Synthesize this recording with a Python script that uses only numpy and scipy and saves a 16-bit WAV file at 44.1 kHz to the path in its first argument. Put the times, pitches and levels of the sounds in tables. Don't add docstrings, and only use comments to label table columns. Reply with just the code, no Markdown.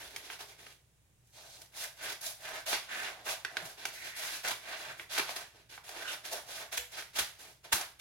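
import sys
import numpy as np
from scipy import signal
from scipy.fft import rfft, irfft, next_fast_len
from scipy.io import wavfile

SR = 44100
rng = np.random.default_rng(int(sys.argv[2]) if len(sys.argv) > 2 else 0)


def wrap_up_sound(samples):
    columns = np.atleast_2d(samples).T
    tamed = np.clip(columns, -1, 1)
    steps = np.round(tamed * 32767).astype(np.int16)
    wavfile.write(sys.argv[1], SR, steps)


N = 353152
T = np.arange(N) / SR
SIZE = next_fast_len(N + SR)
FREQ = np.maximum(np.arange(SIZE // 2 + 1) * SR / SIZE, 1)

# start t/s, rise/s, length/s, relative level/dB, swell over the stroke/dB,
# belly/dB, hiss/dB (belly and hiss against the 1-3 kHz rasp)
HAND_STROKES = [(0, 0.0013, 0.064, -48.5, -5, -6, 1), (0.06, 0.042, 0.28, -51.5, 4, -5, 3),
                (0.386, 0.0042, 0.034, -47, 2, 0, 4.5), (.47, .02, 0.052, -53, -2, -3.5, 4),
                (0.573, .02, 0.14, -54, -2.5, -8, 6.5), (1.218, 0.057, 0.12, -68, 1, -12, 24),
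                (1.326, 0.045, 0.23, -55.5, -7, 7.5, 11.5), (1.526, 0.034, 0.099, -58, 9.5, 6, 14),
                (1.717, 0.079, 0.13, -41, 2.5, 1, 11.5), (1.96, 0.094, 0.14, -40, 3, -4.5, 1.5),
                (2.206, 0.033, 0.096, -39.5, -5, 3, 14), (2.377, 0.072, .21, -44.5, 2.5, 0, 1.5),
                (2.658, 0.011, 0.08, -32.5, 5.5, -3, 3.5), (2.86, 0.13, 0.23, -39.5, -7, -8.5, -7),
                (3.074, 0.0092, 0.16, -52.5, -8.5, 6.5, -1), (3.239, 0.044, 0.075, -35, 0, 0, 2.5),
                (3.475, 0.046, 0.14, -51, 12.5, 4, 3.5), (3.636, 0.017, 0.075, -46.5, -7, -1, 7),
                (3.766, 0.026, 0.14, -48.5, -8, -7.5, -3), (3.916, 0.018, 0.15, -49, -6, -3, 12),
                (4.015, 0.029, 0.058, -42.5, 3, -8, -2.5), (4.148, 0.048, 0.22, -38.5, -5, -9.5, 4),
                (4.428, 0.02, 0.062, -34, 2.5, -3, 4.5), (4.598, 0.11, .32, -45, -6, -2.5, -2.5),
                (4.951, 0.025, 0.064, -54, 6, -4, 6), (5.087, 0.023, .11, -37.5, 10, -9, 1.5),
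                (5.243, 0.058, 0.06, -39, 2, 3, 4), (5.347, 0.019, 0.073, -44, -3, -2, 0.5),
                (5.529, 0.034, 0.082, -58.5, -4.5, -6, 1.5), (5.687, 0.032, 0.096, -51, -16.5, -15, 2),
                (5.832, 0.01, 0.19, -48.5, 13, -3, 1.5), (5.985, 0.16, 0.15, -42.5, 2, -3.5, -0.5),
                (6.23, 0.022, 0.16, -47.5, -8.5, -5, 0), (6.302, 0.022, 0.036, -37.5, 4, 7.5, 10),
                (6.447, 0.04, .18, -45, 7, 0, 6.5), (6.713, 0.023, 0.051, -37.5, -8, -5, 0.5),
                (6.89, 0.055, 0.1, -44, 9, -6.5, 5), (7.13, 0.0046, .018, -49, 5, -8, 8),
                (7.151, 0.0064, 0.05, -34.5, 3, -4, 5), (7.377, 0.024, 0.11, -51, -0.5, -4, 5),
                (7.632, 0.019, 0.019, -46.5, 4, -2, -2), (7.728, 0.025, 0.096, -41.5, -3.5, -5.5, -5),
                (7.992, 0.0035, 0.013, -49, 3, -10, 7)]
# start t/s, end t/s, f/Hz, width/Hz, level before trim/dB
TAUT_STRETCHES = [(0, .1, 3500, 900, -58), (.29, .335, 1920, 1500, -49), (1.32, 1.6, 4440, 1590, -56.5),
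                  (2.44, 2.61, 1570, 400, -48), (2.88, 3.11, 1710, 750, -44),
                  (3.93, 4.27, 1950, 450, -50.5), (4.44, 4.52, 1470, 220, -41),
                  (4.65, 4.95, 1670, 710, -50), (6.03, 6.13, 1500, 200, -44),
                  (6.05, 6.14, 3100, 700, -40.5)]
# t/s, relative level/dB, length/s, hiss against rasp/dB
CREASE_RUNS = [(0.4036, -43, 0.0088, 0), (0.666, -45.5, .0043, -12), (2.121, -38, 0.009, 4),
               (2.212, -40.5, 0.0049, 24), (2.661, -43, 0.0072, 14), (2.728, -29, 0.0047, -7),
               (3.262, -39.5, .011, -27), (4.446, -36, .011, -12), (4.478, -34, 0.011, 8),
               (4.5083, -33, 0.011, -1.5), (5.002, -50.5, 0.0062, -22), (5.181, -29.5, 0.01, 4),
               (5.195, -25.5, 0.004, -28), (5.291, -37.5, 0.0052, -20), (5.362, -37, 0.011, 2),
               (5.965, -45.5, 0.012, -8), (6.329, -33.5, 0.0054, 19), (6.775, -26, 0.0048, 7.5),
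               (7.159, -40, 0.02, 10), (7.1882, -26.5, 0.012, 6), (7.7212, -32.5, 0.019, -32),
               (7.726, -19.5, 0.0062, 9), (7.7296, -34, 0.042, 25)]
# t/s, level before trim/dB, belly/dB, hiss/dB, facet f/Hz
CREASE_POPS = [(0.1622, -9, -4, 10.5, 2200), (0.301, -13.5, 1, -19, 2450), (1.6183, -20.5, -9, 19, 680),
               (3.4491, -8, -18, -8, 1520), (3.5693, -6, -10, -6, 1540), (3.8541, -4.5, 3, 8, 2330),
               (4.9968, -14, -22, -40, 2080), (5.1791, -7, -1, -3, 1550), (5.7783, -20.5, 3, -22, 1030),
               (5.8923, -16.5, 4, 11, 645), (6.2527, -17, -13, 11, 2800), (7.0235, -19.5, 7, 5, 2120),
               (7.812, -9, 2, 12, 1070)]
# f/Hz, density/(dB per Hz)
FILM_RADIATION = [(130, -54.5), (220, -20.5), (380, -11), (540, -12.5), (745, -1.5), (1030, -4),
                  (1470, -3.5), (2610, -4), (4810, -0.5), (8090, -13), (11000, -8), (16000, -16)]
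# f/Hz, width/Hz, lift/dB
FILM_MODES = [(418, 42, 2), (736, 66, -1), (1540, 110, 4.5), (2330, 150, 1.5), (3410, 52, 3.5)]
# t/s, level/dB, f/Hz, 60 dB decay/s
HAND_KNOCKS = [(.062, -61, 59.6, 0.2), (3.624, -45, 170, 0.11), (3.654, -44, 135, 0.052),
               (4.874, -59, 135, 0.26), (5.192, -58, 150, 0.25), (6.331, -40.5, 397, 0.16),
               (6.777, -42.5, 492, 0.26), (7.732, -46, 333, 0.21), (6.782, -57, 61.7, .23),
               (7.202, -48.5, 67, 0.12), (7.201, -58, 179, 0.24), (7.735, -28.5, 79, 0.029),
               (7.736, -47, 190, 0.14)]
# f/Hz, density/(dB per Hz)
STILL_AIR = [(15, -44), (25, -8), (43, -30), (76, -9.5), (123, -5), (141, -6), (236, -17), (641, -12),
             (1290, -20), (8590, -22.5), (16000, -27)]
# f/Hz, rms level/dB
MAINS_HUM = [(60, -82), (118, -85)]
# f/Hz, left/dB, right/dB
PORT_COLOUR = [(110, 5.5, 6), (407, -5, -0.5), (730, -7, -5.5), (1320, -5.5, -1.8), (1900, -2.5, 0),
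               (3870, -4.5, -1.7), (4430, -6.5, -6), (7160, -4.5, 1), (9330, 1.5, -4.5), (11660, -2, -4.5),
               (13400, -4, -4)]

RUSTLE_DB = -2
RELEASE_DB_PER_S = 342
SETTLE_DB, SETTLE_DB_PER_S = -15, 89
USUAL_DB = -42
FLEX_DB, FLEX_DB_PER_DB = -14, -0.89
BELLY_HZ, BELLY_WIDTH_HZ, BELLY_DB = 680, 216, -8
AIR_DB = -69
TOP_HZ = 16000


def undb(db):
    return 10 ** (np.asarray(db) / 20)


def unit(x):
    return x / np.sqrt(np.mean(np.abs(x) ** 2) + 1e-18)


def walk(rate_hz):
    knots = rng.standard_normal(N // 10)
    return unit(np.interp(T * rate_hz, np.arange(N // 10), knots))


def contour(points, column=1):
    points = np.array(points)
    return np.interp(np.log(FREQ), np.log(points[:, 0]), points[:, column])


def below(hz, order=4):
    return 1 / (1 + (FREQ / hz) ** (2 * order))


def causal(db):
    cepstrum = irfft(db * np.log(10) / 20, SIZE)
    cepstrum[1:SIZE // 2] *= 2
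    cepstrum[SIZE // 2 + 1:] = 0
    return np.exp(rfft(cepstrum))


def through(x, response):
    return irfft(rfft(x, SIZE) * response, SIZE)[..., :N]


def resonance(hz, width_hz):
    return unit(1 / (1 + 1j * (FREQ / hz - hz / FREQ) * hz / width_hz))


def voice(flex_db, belly_db, hiss_db, edge_db=-2.0):
    gains = undb([flex_db, belly_db, 0, edge_db + hiss_db / 2, hiss_db])
    return gains / np.sqrt(np.sum(gains ** 2))


def strokes(rise_power=1.05):
    power, t = np.zeros((5, N + SR)), T[:SR]
    for start_s, rise_s, length_s, db, swell_db, belly_db, hiss_db in HAND_STROKES:
        travel = np.minimum(t / length_s, 1)
        after_s = np.maximum(t - length_s, 0)
        let_go = undb(-RELEASE_DB_PER_S * after_s)
        settling = undb(SETTLE_DB - SETTLE_DB_PER_S * after_s)
        shape = np.minimum(t / rise_s, 1) ** rise_power
        shape = shape * undb(swell_db * (travel - .5)) * np.maximum(let_go, settling)
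        flex_db = FLEX_DB + FLEX_DB_PER_DB * (db - USUAL_DB)
        colour = voice(flex_db, belly_db, hiss_db)
        start = int(start_s * SR)
        power[:, start:start + len(t)] += np.outer(colour, shape * undb(db)) ** 2
    return np.sqrt(power[:, :N])


def rubbing(drive, effort, slips_per_s=2000, uneven_db=2.5, smooth_db=-2.5,
            judder_db=0.86, flicker_db=2.36, trim_db=-1.88):
    rate = slips_per_s * np.sqrt(np.maximum(effort / undb(USUAL_DB), 1 / 20))
    sizes = undb(uneven_db * np.minimum(rng.exponential(size=N), 4.8))
    sizes = sizes * rng.choice([-1, 1], N)
    slips = unit((rng.random(N) < rate / SR) * sizes / np.sqrt(rate))
    friction = unit(slips + undb(smooth_db) * rng.standard_normal(N))
    force = friction * undb(trim_db + judder_db * walk(95))
    return np.array([force * gain * undb(flicker_db * walk(38)) for gain in drive])


def ringing(fade_s=0.028, trim_db=-1, flicker_db=2.0):
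    spectra = np.zeros((3, len(FREQ)), complex)
    friction = undb(flicker_db * walk(60)) * rng.standard_normal(N)
    for row, (start_s, end_s, hz, width_hz, db) in enumerate(TAUT_STRETCHES):
        contact = np.clip(np.minimum(T - start_s, end_s - T) / fade_s, 0, 1)
        shake = rfft(contact * friction, SIZE)
        spectra[row % 3] += undb(db + trim_db) * resonance(hz, width_hz) * shake
    return spectra


def booming(drive, flicker_db=3, tension_spread=.025):
    shake = drive[1] * undb(BELLY_DB + flicker_db * walk(30)) * rng.standard_normal(N)
    hz = BELLY_HZ * np.exp(tension_spread * rng.standard_normal())
    belly = resonance(hz, BELLY_WIDTH_HZ)
    return unit(belly ** 2) * rfft(shake, SIZE)


def crackles(effort, count=600, over_db=-1, uneven_db=3, low_hz=1450, octaves=2.53, cycles=2.2):
    out, t = np.zeros(N + SR), T[:SR // 100]
    for when, pitch, size in rng.random((count, 3)):
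        start = int(when * N)
        hz = low_hz * 2 ** (octaves * pitch)
        gain = effort[start] * undb(over_db - uneven_db * np.log(size + .02))
        tick = np.cos(2 * np.pi * hz * t) * np.exp(-t * hz / cycles)
        out[start:start + len(t)] += gain * tick
    return out[:N]


def crunches(uneven_db=4.0, flex_db=-11, belly_db=-4.0):
    force, t = np.zeros((5, N)), T[:SR // 10]
    for start_s, db, length_s, hiss_db in CREASE_RUNS:
        sizes = undb(uneven_db * np.minimum(rng.exponential(size=len(t)), 3.8))
        sizes = sizes * rng.choice([-1, 1], len(t))
        run = (rng.random(len(t)) < .15) * sizes * np.exp(-(t / length_s) ** 4)
        run *= np.sqrt(length_s * SR / (np.sum(run ** 2) + 1e-18))
        colour = voice(flex_db, belly_db, hiss_db)
        start = int(start_s * SR)
        force[:, start:start + len(t)] += np.outer(colour, run * undb(db))
    return force


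def snaps(trim_db=-6.5, chatter_s=0.0036, chatter_db=-22, facet_db=-18, facet_s=0.00064, flex_db=-15):
    force, t = np.zeros((5, N)), T[:SR // 100]
    for start_s, db, belly_db, hiss_db, hz in CREASE_POPS:
        pop = undb(chatter_db) * rng.standard_normal(len(t)) * np.exp(-t / chatter_s)
        pop += undb(facet_db) * np.cos(2 * np.pi * hz * t) * np.exp(-t / facet_s)
        pop[0] += 1
        colour = voice(flex_db, belly_db, hiss_db)
        start = int(start_s * SR)
        force[:, start:start + len(t)] += np.outer(colour, pop * undb(db + trim_db))
    return force


def sheet_zones():
    db = contour(FILM_RADIATION)
    for hz, width_hz, lift_db in FILM_MODES:
        db = db + lift_db / (1 + (2 * (FREQ - hz) / width_hz) ** 2)
    film = causal(db)
    borders = [below(hz, order=2) for hz in (260, 520, 1100, 3000, 5200)] + [1]
    return [unit(film * (1 - low) * high) for low, high in zip(borders, borders[1:])]


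def spread_out(sound, scatter_hz=2500):
    knots_hz = np.arange(0, SR, 300)
    phases = np.array([np.interp(FREQ, knots_hz, 3.28 * rng.standard_normal(len(knots_hz)))
                       for _ in range(2)])
    return sound * np.exp(1j * phases * (1 - below(scatter_hz, order=1)))


def direct(table_s=0.00136, table_db=-7):
    port_lag_s = np.array([[0], [1.5 / SR]])
    bounce = undb(table_db) * np.exp(-2j * np.pi * FREQ * table_s)
    return np.exp(-2j * np.pi * FREQ * port_lag_s) * (1 + bounce)


def bumps(push_s=0.01):
    out, t = np.zeros(N + SR), T[:SR // 2]
    for start_s, db, hz, t60_s in HAND_KNOCKS:
        envelope = (1 - np.exp(-t / push_s)) * np.exp(-np.log(1000) * t / t60_s)
        start = int(start_s * SR)
        out[start:start + len(t)] += undb(db) * np.sin(2 * np.pi * hz * t) * envelope
    return out[:N]


def ports_alike(pair, split_hz):
    left, right = rfft(pair, SIZE)
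    alike = .86 * below(split_hz, order=1)
    return np.array([left, alike * left + np.sqrt(1 - alike ** 2) * right])


def room(mid_t60_s=0.31, treble_t60_s=0.31, walls_db=-1.5, close_db=-0.5, close_s=0.0038,
         build_s=0.0095, split_hz=1250):
    t = T[:SR // 2]
    noise = rng.standard_normal((3, 2, len(t)))
    close = unit(ports_alike(noise[0] * t * np.exp(-2 * t / close_s), 0.93 * split_hz))

    def tail(pair, t60_s):
        envelope = np.exp(-np.log(1000) * t / t60_s) * np.minimum(t / build_s, 1)
        return unit(ports_alike(pair * envelope, split_hz))

    mid, treble = tail(noise[1], mid_t60_s), tail(noise[2], treble_t60_s)
    dull = below(5400, order=1)
    walls = np.sqrt(dull) * mid + np.sqrt(1 - dull) * treble
    return undb(close_db) * close + undb(walls_db) * walls


def quiet_room():
    noise = ports_alike(rng.standard_normal((2, N)), 450)
    air = irfft(noise * undb(contour(STILL_AIR)), SIZE)[:, :N]
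    hum = np.zeros(N)
    for hz, db in MAINS_HUM:
        hum += np.sqrt(2) * undb(db + 0.57 * walk(7.4)) * np.sin(2 * np.pi * hz * T)
    return unit(air) * undb(AIR_DB) + hum


def scene():
    zones, drive = np.array(sheet_zones()), strokes()
    effort = np.linalg.norm(drive, axis=0) + 1e-18
    force = (rubbing(drive, effort) + crunches()) * undb(RUSTLE_DB)
    place = rng.integers(3, size=N)
    sheet, rings = 0, ringing()
    for patch in range(3):
        echoes = room()
        rustle = np.sum(rfft(force * (place == patch), SIZE) * zones, axis=0)
        rustle = rustle + rings[patch] + booming(drive) + rfft(crackles(effort), SIZE)
        sheet = sheet + spread_out(rustle) + rustle * echoes
    pops = np.sum(rfft(snaps(), SIZE) * zones, axis=0)
    sheet = sheet + pops * (direct() + echoes)
    return irfft(sheet, SIZE)[:, :N] + bumps() + quiet_room()


def record(dry):
    ports = np.array([causal(contour(PORT_COLOUR, column=k)) for k in (1, 2)])
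    coloured = through(dry, ports)
    top_cut = signal.ellip(10, .2, 70, TOP_HZ, fs=SR, output="sos")
    return signal.sosfilt(top_cut, coloured)


dry = scene()
out = record(dry)
wrap_up_sound(out)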